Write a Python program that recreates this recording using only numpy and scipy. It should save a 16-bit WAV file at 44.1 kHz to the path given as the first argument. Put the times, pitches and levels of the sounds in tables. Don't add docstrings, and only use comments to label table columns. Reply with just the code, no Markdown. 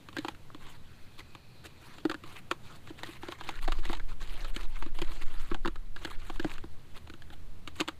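import sys
import numpy as np
from scipy import signal
from scipy.fft import rfft, irfft, next_fast_len
from scipy.io import wavfile
from scipy.ndimage import uniform_filter1d

SR = 44100
rng = np.random.default_rng(int(sys.argv[2]) if len(sys.argv) > 2 else 0)


def store_pcm(level_fs):
    pcm = np.round(np.clip(level_fs, -1, 1) * 32767).astype(np.int16)
    wavfile.write(sys.argv[1], SR, np.atleast_2d(pcm).T)


N = 352355
TIME = np.arange(N) / SR

# t/s, length/s, level/dB (before trim and swell)
HAND_STROKES = [(0.132, 0.2, -62.5), (0.593, 0.18, -59.5), (1.176, 0.046, -51.5), (1.635, 0.043, -50.5),
                (1.8, 0.22, -62.5), (2.229, 0.14, -56.5), (2.352, 0.058, -53.5), (2.629, 0.15, -60),
                (2.861, 0.052, -58.5), (2.974, 0.21, -54.5), (3.209, 0.16, -54.5), (3.377, 0.23, -53),
                (3.605, 0.065, -51.5), (3.674, 0.14, -55), (3.82, 0.17, -51), (4.074, 0.069, -57),
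                (4.193, 0.094, -54), (4.271, 0.25, -54), (4.527, 0.14, -53), (4.641, 0.26, -62.5),
                (4.747, 0.038, -53), (4.937, 0.27, -55.5), (5.199, 0.045, -49), (5.245, 0.3, -57.5),
                (5.967, 0.2, -53), (6.176, 0.21, -59), (6.405, 0.17, -52.5), (6.941, 0.05, -54),
                (7.318, 0.033, -54.5), (7.75, 0.086, -54.5)]
# f/Hz, level/dB
RUB_EQ = [(170, -15.5), (335, 6.5), (560, -5.5), (980, 0.5), (1900, 0), (4200, -2.5), (5300, -16.5),
          (7200, -12.5), (15000, -21)]
def stir(trim_db=1.5, scrape_db=-9, idle_db=-68, firm_db=-52, crunch=1.2, kernel_db=-3):
    rub = hand_shading(colour(grains(share=.25), RUB_EQ))
    kernels = kernel_clicks()
    slips = clump_slips()
    out = undb(idle_db + 2 * walk(9.3)) * rub
    for (start, length, db), spot in zip(HAND_STROKES, rng.standard_normal(len(HAND_STROKES))):
        span = slice(int(start * SR), int((start + length) * SR))
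        firmness = undb(db - firm_db)
        rustle = rub[span] + firmness * undb(kernel_db) * kernels[span]
        rustle *= 1 + crunch * firmness * slips[span]
        scraped_wall = unit(resonate(rustle, wall_pitch(spot), q=3.9))
        stroke = unit(unit(rustle) + undb(scrape_db) * scraped_wall)
        out[span] += undb(db + trim_db) * push(start, length)[span] * stroke
    return out


def push(start, length, attack_s=0.015, release_s=0.014, swell_db=4):
    age = TIME - start
    grip = np.clip(np.minimum(age / attack_s, (length - age) / release_s), 0, 1)
    swell = np.sin(np.pi * np.clip(age / length, 0, 1)) - 2 / np.pi
    return grip * undb(swell_db * swell)


def hand_shading(x, depth_db=3.5, count=14):
    spectrum = rfft(x)
    place = np.interp(np.log(np.fft.rfftfreq(N, 1 / SR) + 1), np.log([600, 9000]), [0, count - 1])
    bands = (irfft(spectrum * np.maximum(1 - abs(place - k), 0), N) for k in range(count))
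    return unit(sum(band * undb(depth_db * walk(55)) for band in bands))


def kernel_clicks(count=14, low_hz=950, high_hz=4300, q=7, each_per_s=15):
    snaps = [grains(share=each_per_s / SR) for _ in range(count)]
    pitches = np.geomspace(low_hz, high_hz, count)
    rings = sum(unit(resonate(resonate(snap, hz, q), hz, q=1)) for snap, hz in zip(snaps, pitches))
    return unit(rings) + undb(-20.5) * unit(colour(sum(snaps), TICK_EQ))


def clump_slips(per_s=70, settle_s=0.006):
    starts = (rng.random(N) < per_s / SR) * (.5 + rng.random(N))
    return signal.lfilter([1], [1, -np.exp(-1 / (settle_s * SR))], starts)


# t/s, level/dB, weight/dB, hardness/dB, wall f/Hz
HAND_KNOCKS = [(0.0863, -47, -3, -2, 1180), (0.1665, -33, -6, -5.5, 1630), (0.1844, -37.5, 6.5, 0.5, 1800),
               (0.247, -35, 0, -7, 730), (0.2828, -35, -4.5, -1.5, 840), (0.5015, -51, -19, -19, 990),
               (0.5459, -49, 5, -1.5, 1100), (1.204, -48, -18, -8, 2100), (1.3499, -48, -4.5, -1, 1070),
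               (2.0515, -33.5, 12, -7.5, 620), (2.0962, -34, 1.5, -4, 1420), (2.1125, -35, -6, -4, 1060),
               (2.1427, -38, -1.5, -5.5, 1370), (2.237, -47.5, -1.5, -3, 1210),
               (2.512, -27, -6, -2.5, 1070), (2.9039, -51.5, 11.5, -5.5, 636),
               (3.0327, -34.5, -11.5, -3.5, 1860), (3.088, -55, 12.5, -14, 990), (3.232, -41, 0, -6, 803),
               (3.2841, -40.5, 3, -4.5, 597), (3.3208, -40, -12, -2, 1080), (3.4097, -40.5, -10, -5.5, 980),
               (3.489, -35, -8, -0.5, 858), (3.6775, -30, -5.5, -7.5, 728),
               (3.72, -34.5, -13.5, -1.5, 1167), (3.8528, -38.5, -9, -0.5, 2180),
               (3.8965, -36, 3, -15, 695), (3.9297, -35.5, -17, -2, 912), (3.997, -42, -12, -7, 1626),
               (4.447, -43, -14, -4, 1219), (4.5624, -41, 3, 4.5, 1540), (4.8233, -38.5, -5.5, -4.5, 1020),
               (4.861, -48.5, 8.5, -3, 1184), (5.0171, -39.5, 8, 3.5, 850), (5.5143, -37, 6, -39, 1094),
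               (5.5447, -36, -4, -3, 770), (5.6485, -35, 0, -13, 1250), (5.657, -30.5, -2, -8.5, 990),
               (5.6751, -36, 4, -2, 1170), (5.757, -46, -10, -4, 1320), (5.9617, -41, -11, -5, 1530),
               (6.0484, -34, -4, -1.5, 1666), (6.298, -38.5, -2.5, -5.5, 760),
               (6.3963, -35, 3.5, -4.5, 1410), (6.4455, -46.5, 21, 3, 1200), (6.581, -45, -9, -3, 1480),
               (6.6383, -48.5, 8, -7, 728), (7.098, -48.5, 2.5, 0, 1345), (7.137, -51.5, 2.5, 0, 1310),
               (7.22, -49.5, -26, -2.5, 1770), (7.302, -51.5, -1.5, -3, 1420),
               (7.6748, -43.5, -1.5, 3, 1190), (7.798, -34, 0, -8.5, 1330), (7.8028, -38, 5, 8.5, 1510),
               (7.8085, -32, 3.5, 2, 930), (7.8774, -41.5, -1, 1, 1050), (7.8838, -34, -5.5, 0, 1190)]
# t/s, f/Hz
LOW_NOTE = [(2.05, 316), (2.6, 337), (7.1, 331.6), (7.8, 322)]
def bucket(blows, size=4096, held_db=-13, grounded_db=-4, set_down_s=3.6, lifted_s=7.2):
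    out = np.zeros(N + 2 * size)
    noises = rng.standard_normal((len(blows), 3, size))
    for (s, *blow), noise in zip(blows, noises):
        shove_db = grounded_db if set_down_s < s < lifted_s else held_db
        note_hz = curve(LOW_NOTE, s) * (1 + 0.025 * noise[0, -1])
        sound, lead = knock(note_hz, shove_db, *blow, noise)
        start = size + int(s * SR) - lead
        out[start:start + size] += sound
    return out[size:size + N]


# f/Hz, level/dB
CRACK_EQ = [(900, -10), (1900, 22), (2500, 23.5), (3300, 22), (4500, 13), (5800, -6.5)]
# f/Hz, level/dB
TICK_EQ = [(5200, -9.5), (6400, 20), (7700, 12), (10000, 1), (15000, -20.5)]
def knock(note_hz, shove_db, db, weight_db, hardness_db, wall_hz, noise, rim_hz=3637):
    lead = len(noise[0]) // 10
    since = (np.arange(len(noise[0])) - lead) / SR
    force = contact(since, db, noise, decay_s=0.0028)
    snap = contact(since, db, noise, decay_s=0.0025)
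    rim = resonate(resonate(snap, rim_hz, q=8.7), rim_hz, q=1.1)
    crack = unit(colour(snap, CRACK_EQ)) + undb(hardness_db - 19) * unit(rim)
    tick = colour(contact(since, db, noise, decay_s=0.0019), TICK_EQ)
    thump = body_thump(force, np.maximum(since, 0), note_hz, shove_db, weight_db)
    layers = [(wall_clack(force, wall_hz), 0), (thump, weight_db),
              (crack, hardness_db), (tick, 1.43 * hardness_db - 16.5)]
    return sum(blow_level(layer, db + layer_db) for layer, layer_db in layers), lead


def contact(since, db, noise, decay_s, attack_s=.0006, bounce_s=0.00508, tail_s=0.018, tail_db=-24):
    age = np.maximum(since, 0)
    chatter = noise[0] * undb(3.26 * noise[1])
    bounce = undb(-7 + 0.3 * min(db + 20.5, 0))
    touches = [(1, age), (bounce, np.maximum(since - bounce_s, 0))]
    envelope = sum(gain * (1 - np.exp(-t / attack_s)) * np.exp(-t / decay_s) for gain, t in touches)
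    tail = undb(tail_db) * np.exp(-age / tail_s + np.minimum(since, 0) / .0035) * noise[2]
    return chatter * envelope + tail


def wall_clack(force, hz):
    modes = resonate(force, hz, q=5) + undb(-8) * resonate(force, 710, q=1)
    return signal.sosfilt(signal.butter(2, [500, 2200], "band", fs=SR, output="sos"), modes)


def body_thump(force, age, note_hz, shove_db, weight_db, rise_s=0.0016, t60_s=0.05, base_hz=545):
    envelope = (1 - np.exp(-age / rise_s)) ** 2 * np.exp(-np.log(1000) * age / t60_s)
    ring = resonate(envelope * np.sin(2 * np.pi * note_hz * age), note_hz, q=1)
    shove = resonate(resonate(force, 168, q=1.26), note_hz, q=1)
    base = resonate(resonate(force, base_hz, q=6.4), base_hz, q=1)
    base_db = -8.5 - 0.5 * weight_db
    return unit(ring) + undb(shove_db) * unit(shove) + undb(base_db) * unit(base)


def wall_pitch(spot, centre_hz=1060, spread_octaves=0.49):
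    return centre_hz * 2 ** (spread_octaves * spot)


def lump_bumps(count=48, below_stroke_db=10, weight_db=3.5, hardness_db=10):
    effort = sum(undb(db) * push(s, length) for s, length, db in HAND_STROKES) + 1e-9
    work = np.cumsum(effort ** 2)
    scatter = rng.standard_normal((count, 3))
    moments = np.searchsorted(work, work[-1] * (np.arange(count) + rng.random(count)) / count)
    levels = 20 * np.log10(effort[moments]) - below_stroke_db
    return [(i / SR, db - 0.5 * softness, weight_db + 5 * heft, hardness_db, wall_pitch(spot))
            for i, db, (softness, heft, spot) in zip(moments, levels, scatter)]


# t/s, level/dB
KERNEL_FLICKS = [(0.128, -54), (0.261, -54), (0.347, -55), (1.982, -50), (2.873, -52), (4.987, -42.5),
                 (5.117, -48.5), (6.359, -51), (7.073, -53), (7.683, -53)]
def kernel_flicks(weight_db=-4.5, hardness_db=-1):
    spots = rng.standard_normal(len(KERNEL_FLICKS))
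    return [(s, db, weight_db, hardness_db, wall_pitch(spot))
            for (s, db), spot in zip(KERNEL_FLICKS, spots)]


# t/s, level/dB
WIPE_FADER = [(.75, -78), (.98, -70), (1.95, -66.5), (2.1, -88)]
# f/Hz, Q
WIPE_MODES = [(2480, 9.5), (4200, 4.8)]
def finger_wipe():
    hollow = sum(murmur(hz, q) * undb(2 * walk(11.36)) for hz, q in WIPE_MODES)
    return unit(hollow) * undb(curve(WIPE_FADER))


# t/s, level/dB
GUST_FADER = [(0, -56), (.65, -41.5), (1.7, -54), (2.3, -45.5), (3.35, -47), (3.72, -20.5), (4.3, -29.5),
              (4.75, -23.5), (5.4, -22), (5.95, -32), (6.45, -29), (7.1, -43.5), (7.52, -32), (7.9, -48)]
# f/Hz, level/dB
GUST_EQ = [(4, 1.5), (9, 1), (20, -6), (32, -15), (300, -101.5)]
def wind(flutter_hz=11, calm_flutter=0.13):
    gust = undb(curve(GUST_FADER))
    eddies = colour(rng.standard_normal(N), GUST_EQ)
    slow = signal.sosfiltfilt(signal.butter(2, flutter_hz, fs=SR, output="sos"), eddies)
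    flutter = calm_flutter + (1 - calm_flutter) * np.sqrt(gust / gust.max())
    rumble = slow + (eddies - slow) * flutter
    running_rms = np.sqrt(uniform_filter1d(rumble ** 2, SR // 4))
    return gust * rumble / running_rms


# f/Hz, level/dB
AIR_EQ = [(30, -14.5), (115, 0), (220, -10), (600, -20), (4300, -31), (5300, -35.5), (15000, -40.5)]
def open_air(db=-56):
    return unit(colour(rng.standard_normal(N), AIR_EQ)) * undb(db + walk(2.09))


# t/s, level/dB
MOTOR_FADER = [(5.2, -62.5), (6.2, -56.5)]
def far_motor(hz=77.8):
    return murmur(hz, q=8.6) * undb(curve(MOTOR_FADER))


def undb(db):
    return 10 ** (np.asarray(db) / 20)


def curve(rows, at=TIME):
    return np.interp(at, *np.transpose(rows))


def unit(x):
    return x / np.sqrt(np.mean(x ** 2) + 1e-30)


def blow_level(x, db):
    return x * undb(db) * np.sqrt(SR / 100 / np.sum(x ** 2))


def colour(x, points):
    size = 2 * next_fast_len(len(x))
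    hz, db = np.transpose(points)
    freqs = np.maximum(np.fft.rfftfreq(size, 1 / SR), 1)
    gain = undb(np.interp(np.log(freqs), np.log(hz), db))
    cepstrum = irfft(np.log(gain))
    cepstrum[1:size // 2] *= 2
    cepstrum[size // 2 + 1:] = 0
    return irfft(rfft(x, size) * np.exp(rfft(cepstrum)))[:len(x)]


def resonate(x, hz, q):
    return signal.lfilter(*signal.iirpeak(min(hz, SR / 4), max(q, 1), fs=SR), x)


def murmur(hz, q):
    return unit(resonate(resonate(rng.standard_normal(N), hz, q), hz, q))


def grains(share):
    return unit((rng.random(N) < share) * rng.standard_normal(N))


def walk(per_s):
    hold = int(SR / per_s)
    held = np.repeat(rng.standard_normal(N // hold + 1), hold)
    return unit(uniform_filter1d(uniform_filter1d(held, hold), hold)[:N])


def scene():
    background = wind() + open_air() + far_motor()
    rubbing = finger_wipe() + stir()
    knocks = bucket(lump_bumps()) + bucket(kernel_flicks()) + bucket(HAND_KNOCKS)
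    return (rubbing + knocks + background)[None]


def record(dry, top_hz=15000):
    return signal.sosfilt(signal.ellip(8, .2, 70, top_hz, fs=SR, output="sos"), dry)


dry = scene()
out = record(dry)
store_pcm(out)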